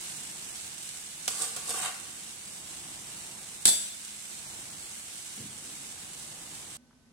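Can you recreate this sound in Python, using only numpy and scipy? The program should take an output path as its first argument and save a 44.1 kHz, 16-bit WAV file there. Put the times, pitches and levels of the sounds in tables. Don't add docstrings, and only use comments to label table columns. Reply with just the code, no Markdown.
import sys
import numpy as np
from scipy import signal
from scipy.fft import rfft, irfft, next_fast_len
from scipy.io import wavfile
from scipy.ndimage import map_coordinates

SR = 44100
rng = np.random.default_rng(int(sys.argv[2]) if len(sys.argv) > 2 else 0)


def output_pcm(signal):
    pcm = np.clip(np.atleast_2d(signal).T, -1, 1) * 32767
    wavfile.write(sys.argv[1], SR, np.round(pcm).astype(np.int16))


def voltage_ratio(level):
    return 10 ** (np.asarray(level, float) / 20)


N = 313992
CUT_S = 6.772

# (frequency [Hz], level [dB])
TABLE_SPECTRUM = [(15, -47), (25, -25), (49, -20), (116, -21.5), (211, -20), (247, -7), (274, -22.5),
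                  (365, -28.5), (1530, -38), (3250, -39), (5770, -39), (11700, -45), (12600, -62),
                  (16400, -93), (22000, -120)]
TABLE_DB = -59.5
# (frequency [Hz], level [dB])
MOTOR_HUM = [(242, -83), (1518, -80)]
# (frequency [Hz], time to die by 60 dB [s])
KITCHEN_ECHO = [(200, 0.484), (2000, 0.899), (8000, 0.422), (15000, 0.585)]
# (frequency [Hz], likeness [-1 to 1])
LIKENESS = [(60, 0.75), (150, 0.883), (550, 0.703), (1650, 0.076), (4970, -0.031), (15000, 0.03)]
# (time [s], level [dB], centre [Hz], time to die by 60 dB [s], rise [s])
SOFT_BUMPS = [
    (3.66, -44, 700, 0.27, 0.0053),
    (5.37, -37.5, 145.4, 0.556, 0.0204),
    (5.365, -44.5, 232.4, 0.72, 0.0287),
    (5.374, -51.5, 440, 0.262, 0.0193),
    (5.45, -53.5, 275.7, 3.04, 0.094),
    (6.905, -63, 1127, 0.053, 0.0022),
    (6.925, -69.5, 1100, 0.074, .002),
    (7.099, -57.5, 180, 0.172, 0.012),
]

# (frequency [Hz], level [dB], time to die by 60 dB [s], beats [per s])
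LID_RING = (3500, -33, .68, 4.3)
LID_S = 3.679
STEEL_HZ = [2826, 4070, 4608, 5974, 6783, 6993, 7606, 7804, 7958, 8343, 8406, 8499, 9065, 9346, 9679, 9811,
            10290, 11140, 11838, 12300]
# (level [dB], time to die by 60 dB [s])
STEEL_MODES = [(-32.5, 0.14), (-32.5, .3), (-18.5, 0.287), (-22, 0.48), (-24, 0.337), (-26, 0.537),
               (-20.5, 0.96), (-10, 0.43), (-8, 0.45), (-27.5, 0.34), (-22, 0.64), (-10, 0.35),
               (-19.5, .39), (-19.5, .45), (-19, 0.1485), (-19.5, .3), (-26.5, 0.18), (-21, .2),
               (-19, 0.274), (-27, .25)]
# (frequency [Hz], level [dB])
CRASH_SPECTRUM = [(88, -26.5), (150, -9), (712, -20.5), (1250, -25), (1610, -17.5), (2830, -18.5),
                  (3060, -17), (3250, -10.5), (3510, -8.5), (6670, -10), (7790, 0.5), (8930, -6),
                  (10000, -0.5), (11100, -13.5), (15700, -22)]
# (time [s], level [dB])
BLOWS = [
    (3.654, -6),
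    (3.6552, -7),
    (3.659, -12),
]
RATTLE_S, RATTLE_GAP_S, RATTLE_DB = 3.664, 0.0045, -10
RATTLE_TOP_S, RATTLE_SPAN_S = 3.68, 0.0226

# (frequency [Hz], width [Hz], level [dB])
WALL_MODES = [(748.4, 68, -2.5), (1147.7, 61.5, 0.5), (1441, 55, -4.5), (1572, 92, -6)]
# (frequency [Hz], width [Hz], level [dB])
BASE_MODES = [(209.7, 42, -3.5), (466, 35.5, 4.5)]
# (frequency [Hz], width [Hz], level [dB])
SPOON_MODES = [(1855, 69, -6), (2074, 103, -6.5), (2747, 147, -4), (3138, 54.4, -2.5), (3705, 147, -6.5)]
# (frequency [Hz], level [dB])
RASP_SPECTRUM = [(1470, -24.5), (2500, -11), (2960, -26), (3510, -2.5), (3700, -7), (4620, -2.5),
                 (6100, -4), (8690, 6), (9310, 0), (15700, -21)]
# (time [s], level [dB], body level [dB], time to die by 60 dB [s], rise [s])
KNOCKS = [
    (1.278, -20, -15, 0.0595, 0.00061),
    (1.5623, -32, -8.5, 0.09, 0.0011),
    (1.739, -32, 0.5, 0.051, 0.0018),
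    (1.8474, -36, -19, 0.077, .002),
]
# (fastest moment [s], time to die by 20 dB [s], rasp level [dB], pressure [dB])
STROKES = [
    (1.305, 0.2558, -37.5, -11),
    (1.37, 0.035, -36.5, -12),
    (1.422, 0.075, -29, -12.5),
    (1.575, 0.29, -45.5, -9),
    (1.706, 0.0884, -31, -12),
    (1.785, 0.1518, -34, -7.5),
    (1.83, 0.0667, -34, -4),
    (1.86, 0.0859, -36, -2.5),
]
RISE_SHARE = 0.847
SPOON_DB, SPOON_GROWS, BASE_DB = 1, 1.2, -18.5

# (frequency [Hz], level [dB])
BURNER_SPECTRUM = [(13, -42), (22, -14.5), (91, -1), (120, -3.5), (151, 2), (212, -2.5), (233, -5.5),
                   (339, -2.5), (418, -10), (477, -7), (554, -10.5), (750, -5), (1320, -10.5), (1540, -15),
                   (2000, -9.5), (2600, -46), (4400, -120)]
BURNER_DB = -59
# (frequency [Hz], level [dB])
FRYING_SPECTRUM = [(940, -20), (1600, -10.5), (1900, -14), (2110, -9.5), (2650, -9), (2920, -6),
                   (3340, -8.5), (3640, -6.5), (4890, -8), (6270, -6), (6900, -5), (8040, 0.5),
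                   (11600, -13), (12600, -18.5), (15700, -22.5)]
FRY_DB, COOLS_DB_PER_S = -46.5, 0.1433
# (time [s], flare [dB])
STIRS = [
    (0, 3.5),
    (1.45, 1),
    (3.9, 0.72),
]
FLARE_RISE_S, FLARE_FALL_S = 0.1, 0.35
# (time [s], peak level [dB], left minus right [dB])
SPITS = [(0.0314, -44.5, -3), (0.0964, -35.5, -5.5), (0.1714, -40.5, -6.5), (0.2034, -35, 0.5),
         (0.3604, -39, -6.5), (0.4453, -27, 5), (0.6774, -32, -13.5), (0.7804, -28.5, -5.5),
         (0.8899, -22, 0), (0.9724, -28.5, -4), (1.1024, -33, -6), (1.1474, -36.5, -0.5),
         (1.257, -26.5, -1), (1.999, -29, -10), (2.1034, -30, -1), (2.7984, -36.5, -0.5), (3.34, -35.5, -3),
         (3.9544, -31.5, -2.5), (4.0492, -29.5, -5.5), (4.3894, -32, -5.5), (4.4774, -30, 0),
         (4.604, -36, -9.5), (4.9954, -38, -1.5), (5.0404, -35.5, -5), (5.648, -37, -0.5),
         (5.753, -39, -3.5)]

# (frequency [Hz], left minus right [dB])
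PORT_LEAN = [(60, 0), (150, -1), (380, -1.5), (950, -0.5), (2380, 3), (5980, -4.0), (15000, -4)]
CEILING, TOP_HZ = 0.9, 15820
# (frequency [Hz], share of short blocks lost)
DROPOUTS = [(2200, 0), (3000, .13), (5300, .15), (6200, .005), (9800, .005), (10800, .11), (15500, .1)]


def unit(x):
    return x / np.sqrt(np.mean(x ** 2) + 1e-20)


def along(points, hz):
    f, v = np.transpose(points)
    return np.interp(np.log(hz + 1), np.log(f + 1), v)


def wobble(rate):
    knots = rng.standard_normal(int(N * rate / SR) + 4)
    return map_coordinates(knots, [np.arange(N) * rate / SR])


def filtered(x, response):
    m = next_fast_len(x.shape[-1] + SR // 2)
    spectrum = rfft(x, m) * response(np.fft.rfftfreq(m, 1 / SR))
    return irfft(spectrum, m)[..., :x.shape[-1]]


def colour(spectrum):
    return lambda hz: voltage_ratio(along(spectrum, hz))


def resonances(peaks):
    def response(f):
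        total = 0
        for k, (centre, width, db) in enumerate(peaks):
            damping = 1j * f * width
            total = total + (-1) ** k * voltage_ratio(db) * damping / (centre * centre - f * f + damping)
        return total
    return response


def sides(db):
    return voltage_ratio(np.array([db / 2, -db / 2]))


def grains(spread_db, life):
    sizes = voltage_ratio(spread_db * rng.standard_normal(N)) * (rng.random(N) < 1 / 20)
    bursts = signal.lfilter([1], [1, -np.exp(-1 / (life * SR))], sizes ** 2)
    return unit(np.sqrt(bursts) * rng.standard_normal((2, N)))


def spread(pair, spectrum, alike):
    def mid_side(hz):
        turn = np.arccos(np.clip(along(alike, hz), -1, 1)) / 2
        return voltage_ratio(along(spectrum, hz)) * [np.cos(turn), np.sin(turn)]
    mid, side = filtered(pair, mid_side)
    return unit(np.array([mid + side, mid - side]))


def burst(t60, attack):
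    t = np.arange(SR // 2) / SR
    return voltage_ratio(-60 * t / t60) * (1 - np.exp(-t / attack)) * rng.standard_normal((2, len(t)))


def add(track, s, x):
    part = track[:, round(s * SR):][:, :x.shape[1]]
    part += x[:, :part.shape[1]]


def table():
    t = np.arange(N) / SR
    hum = 0
    for hz, db in MOTOR_HUM:
        hum = hum + voltage_ratio(db + 1.5 + 1.1 * wobble(45)) * np.sin(2 * np.pi * hz * t + 0.4 * wobble(45))
    return voltage_ratio(TABLE_DB - 1.5) * spread(rng.standard_normal((2, N)), TABLE_SPECTRUM, LIKENESS) + hum


def kitchen(x):
    hz, t, z = signal.stft(rng.standard_normal((2, SR // 2 + SR // 4)), SR, nperseg=256)
    fading = voltage_ratio(-60 * t / along(KITCHEN_ECHO, hz)[:, None])
    tail = signal.istft(z * fading, SR, nperseg=256)[1]
    late = np.pad(x, ((0, 0), (200, 0)))
    wet = signal.fftconvolve(late, tail / np.linalg.norm(tail[0]), axes=1)
    add(wet, 0, wet[:, N:])
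    return wet[:, :N]


def thuds():
    out = np.zeros((2, N))
    for s, db, hz, t60, rise in SOFT_BUMPS:
        bump = burst(t60, rise)
        wide = resonances([(hz, 0.634 * hz, 0)])
        add(out, s, voltage_ratio(db + 19) * filtered(bump[0] + 0.296 * bump, lambda f: wide(f) ** 2))
    return out


def lid():
    hz, db, t60, beats = LID_RING
    out, t = np.zeros((2, N)), np.arange(SR // 2) / SR
    throb = 1 + 0.45 * np.cos(2 * np.pi * beats * t - 0.6)
    shake_db = 2.2 * wobble(70)[:len(t)]
    port_phase = np.array([[0], [1.4]])
    tone = np.sin(2 * np.pi * hz * t + 0.35 * wobble(50)[:len(t)] + port_phase)
    add(out, LID_S, voltage_ratio(db + shake_db - 60 * t / t60) * throb * tone)
    return out


def contacts():
    chance = rng.standard_normal((9, 2))
    s = RATTLE_S + RATTLE_GAP_S * (np.arange(len(chance)) + 0.2 * chance[:, 0])
    db = RATTLE_DB - 15 * ((s - RATTLE_TOP_S) / RATTLE_SPAN_S) ** 2 + 0.596 * chance[:, 1]
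    return BLOWS + list(zip(s, db))


def clank():
    out, t = np.zeros((2, N)), np.arange(SR // 2) / SR
    for s, db in contacts():
        chance = rng.standard_normal((len(STEEL_MODES), 2, 2, 1))
        ring = 0
        for hz, (level, t60), c in zip(STEEL_HZ, STEEL_MODES, chance):
            tone = np.sin(2 * np.pi * hz * (1 + 0.0006 * c[1]) * t + 2 * c[1])
            ring = ring + voltage_ratio(level + 1.9 * c[0] - 60 * t / t60) * tone
        crack = filtered(burst(t60=0.0357, attack=0.00015), colour(CRASH_SPECTRUM))
        shimmer = filtered(burst(t60=0.5, attack=0.004), colour(CRASH_SPECTRUM))
        add(out, s, voltage_ratio(db) * (voltage_ratio(-13.5) * ring + voltage_ratio(5) * crack + voltage_ratio(-14.5) * shimmer))
    return out * sides(1.94)[:, None]


def strokes(offset_db, grows):
    s, fall, db, press_db = np.transpose(STROKES)[:, :, None]
    late = np.arange(N) / SR - s
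    die_s = fall * np.where(late < 0, RISE_SHARE, 1)
    level_db = db + offset_db + grows * press_db - 20 * np.abs(late) / die_s
    return np.sqrt(np.sum(voltage_ratio(level_db) ** 2, axis=0)) * (late[0] > 0)


def spoon():
    rasp = voltage_ratio(0.5) * spread(grains(spread_db=3.5, life=0.0015), RASP_SPECTRUM, [(1000, 0.2)])
    drag = grains(spread_db=6.5, life=0.0043)
    wall = filtered(0.66 * drag[0] + 0.72 * drag, resonances(WALL_MODES))
    ring = filtered(drag, resonances(SPOON_MODES))
    base = filtered(drag[0] + 0.5 * drag, resonances(BASE_MODES))
    out = strokes(0, grows=0) * rasp
    out += strokes(BASE_DB, grows=0) * unit(base)
    out += strokes(0, grows=1) * unit(wall)
    out += strokes(SPOON_DB, SPOON_GROWS) * unit(ring)
    for s, db, body_db, t60, rise in KNOCKS:
        blow = burst(t60, rise)
        click = filtered(blow, lambda hz: 0.031 + colour(FRYING_SPECTRUM)(hz))
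        body = filtered(blow[0] + 0.5 * blow, resonances(BASE_MODES + WALL_MODES))
        add(out, s, voltage_ratio(db + 9) * click)
        add(out, s, voltage_ratio(db + body_db + 14) * body)
    return out


def heat():
    t = np.arange(N) / SR
    flares = 0
    for s, db in STIRS:
        flares = flares + db * np.exp(-np.abs(t - s) / np.where(t < s, FLARE_RISE_S, FLARE_FALL_S))
    return FRY_DB - COOLS_DB_PER_S * t + flares


def stove():
    frying_db = heat()
    fizz_db = frying_db + 3.0 + 0.568 * wobble(4) + 0.69 * wobble(11.0)
    fizz = voltage_ratio(fizz_db) * grains(spread_db=0.0, life=0.0024)
    pop_db = np.minimum(4 * rng.exponential(size=N), 13)
    pops = (rng.random(N) < 200 / SR) * voltage_ratio(pop_db) * rng.choice([-1, 1], N)
    fizz += voltage_ratio(frying_db - 8) * unit(np.array([np.roll(pops, shift=8), pops]))
    for s, db, lean_db in SPITS:
        add(fizz, s, voltage_ratio(db - 10) * sides(lean_db - 4.5)[:, None] * burst(t60=0.021, attack=0.0003))
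    norm = np.sqrt(np.mean(colour(FRYING_SPECTRUM)(np.linspace(0, SR / 2, num=2048)) ** 2))
    flame = spread(rng.standard_normal((2, N)), BURNER_SPECTRUM, LIKENESS)
    flame = voltage_ratio(BURNER_DB + 2.5 + 1.86 * wobble(2.839)) * flame
    fan = np.sin(2 * np.pi * 209 * np.arange(N) / SR + 1.2 * wobble(19))
    fan = voltage_ratio(BURNER_DB - 6.5 + 2.9 * wobble(11)) * fan
    return filtered(fizz, colour(FRYING_SPECTRUM)) / norm, flame + fan


def scene():
    (fizz, drone), scraping, clanking = stove(), spoon(), clank()
    echo = kitchen(voltage_ratio(-4.5) * fizz + voltage_ratio(-6.0) * scraping + voltage_ratio(-7.0) * clanking)
    cooking = fizz + drone + scraping + clanking + lid() + echo
    before = np.clip((CUT_S - np.arange(N) / SR) / 0.0036, 0, 1)
    return before * cooking + (1 - before) * table() + thuds()


def gaps(x, odds):
    hz, t, z = signal.stft(x, SR, nperseg=1024)
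    power = np.sum(np.abs(z) ** 2, axis=(0, 1))
    steady = power < 2 * np.roll(power, shift=2)
    skipped = rng.random((len(hz) // 3, len(t) // 4 + 1)) < along(odds, hz[::3])[:, None]
    lost = np.kron(skipped, np.ones((3, 4)))[:len(hz), :len(t)]
    kept = 1 - lost * (t < CUT_S) * steady
    return signal.istft(z * kept, SR, nperseg=1024)[1][:, :N]


def roll_off(x):
    return signal.sosfilt(signal.butter(12, 16820, fs=SR, output="sos"), x)


def record(dry):
    ports = filtered(dry, lambda hz: sides(along(PORT_LEAN, hz)))
    softened = ports / (1 + np.abs(ports / CEILING) ** 4) ** (1 / 4)
    mix = gaps(filtered(softened, lambda hz: hz < TOP_HZ), DROPOUTS)
    return roll_off(mix)


dry = scene()
out = record(dry)
output_pcm(out)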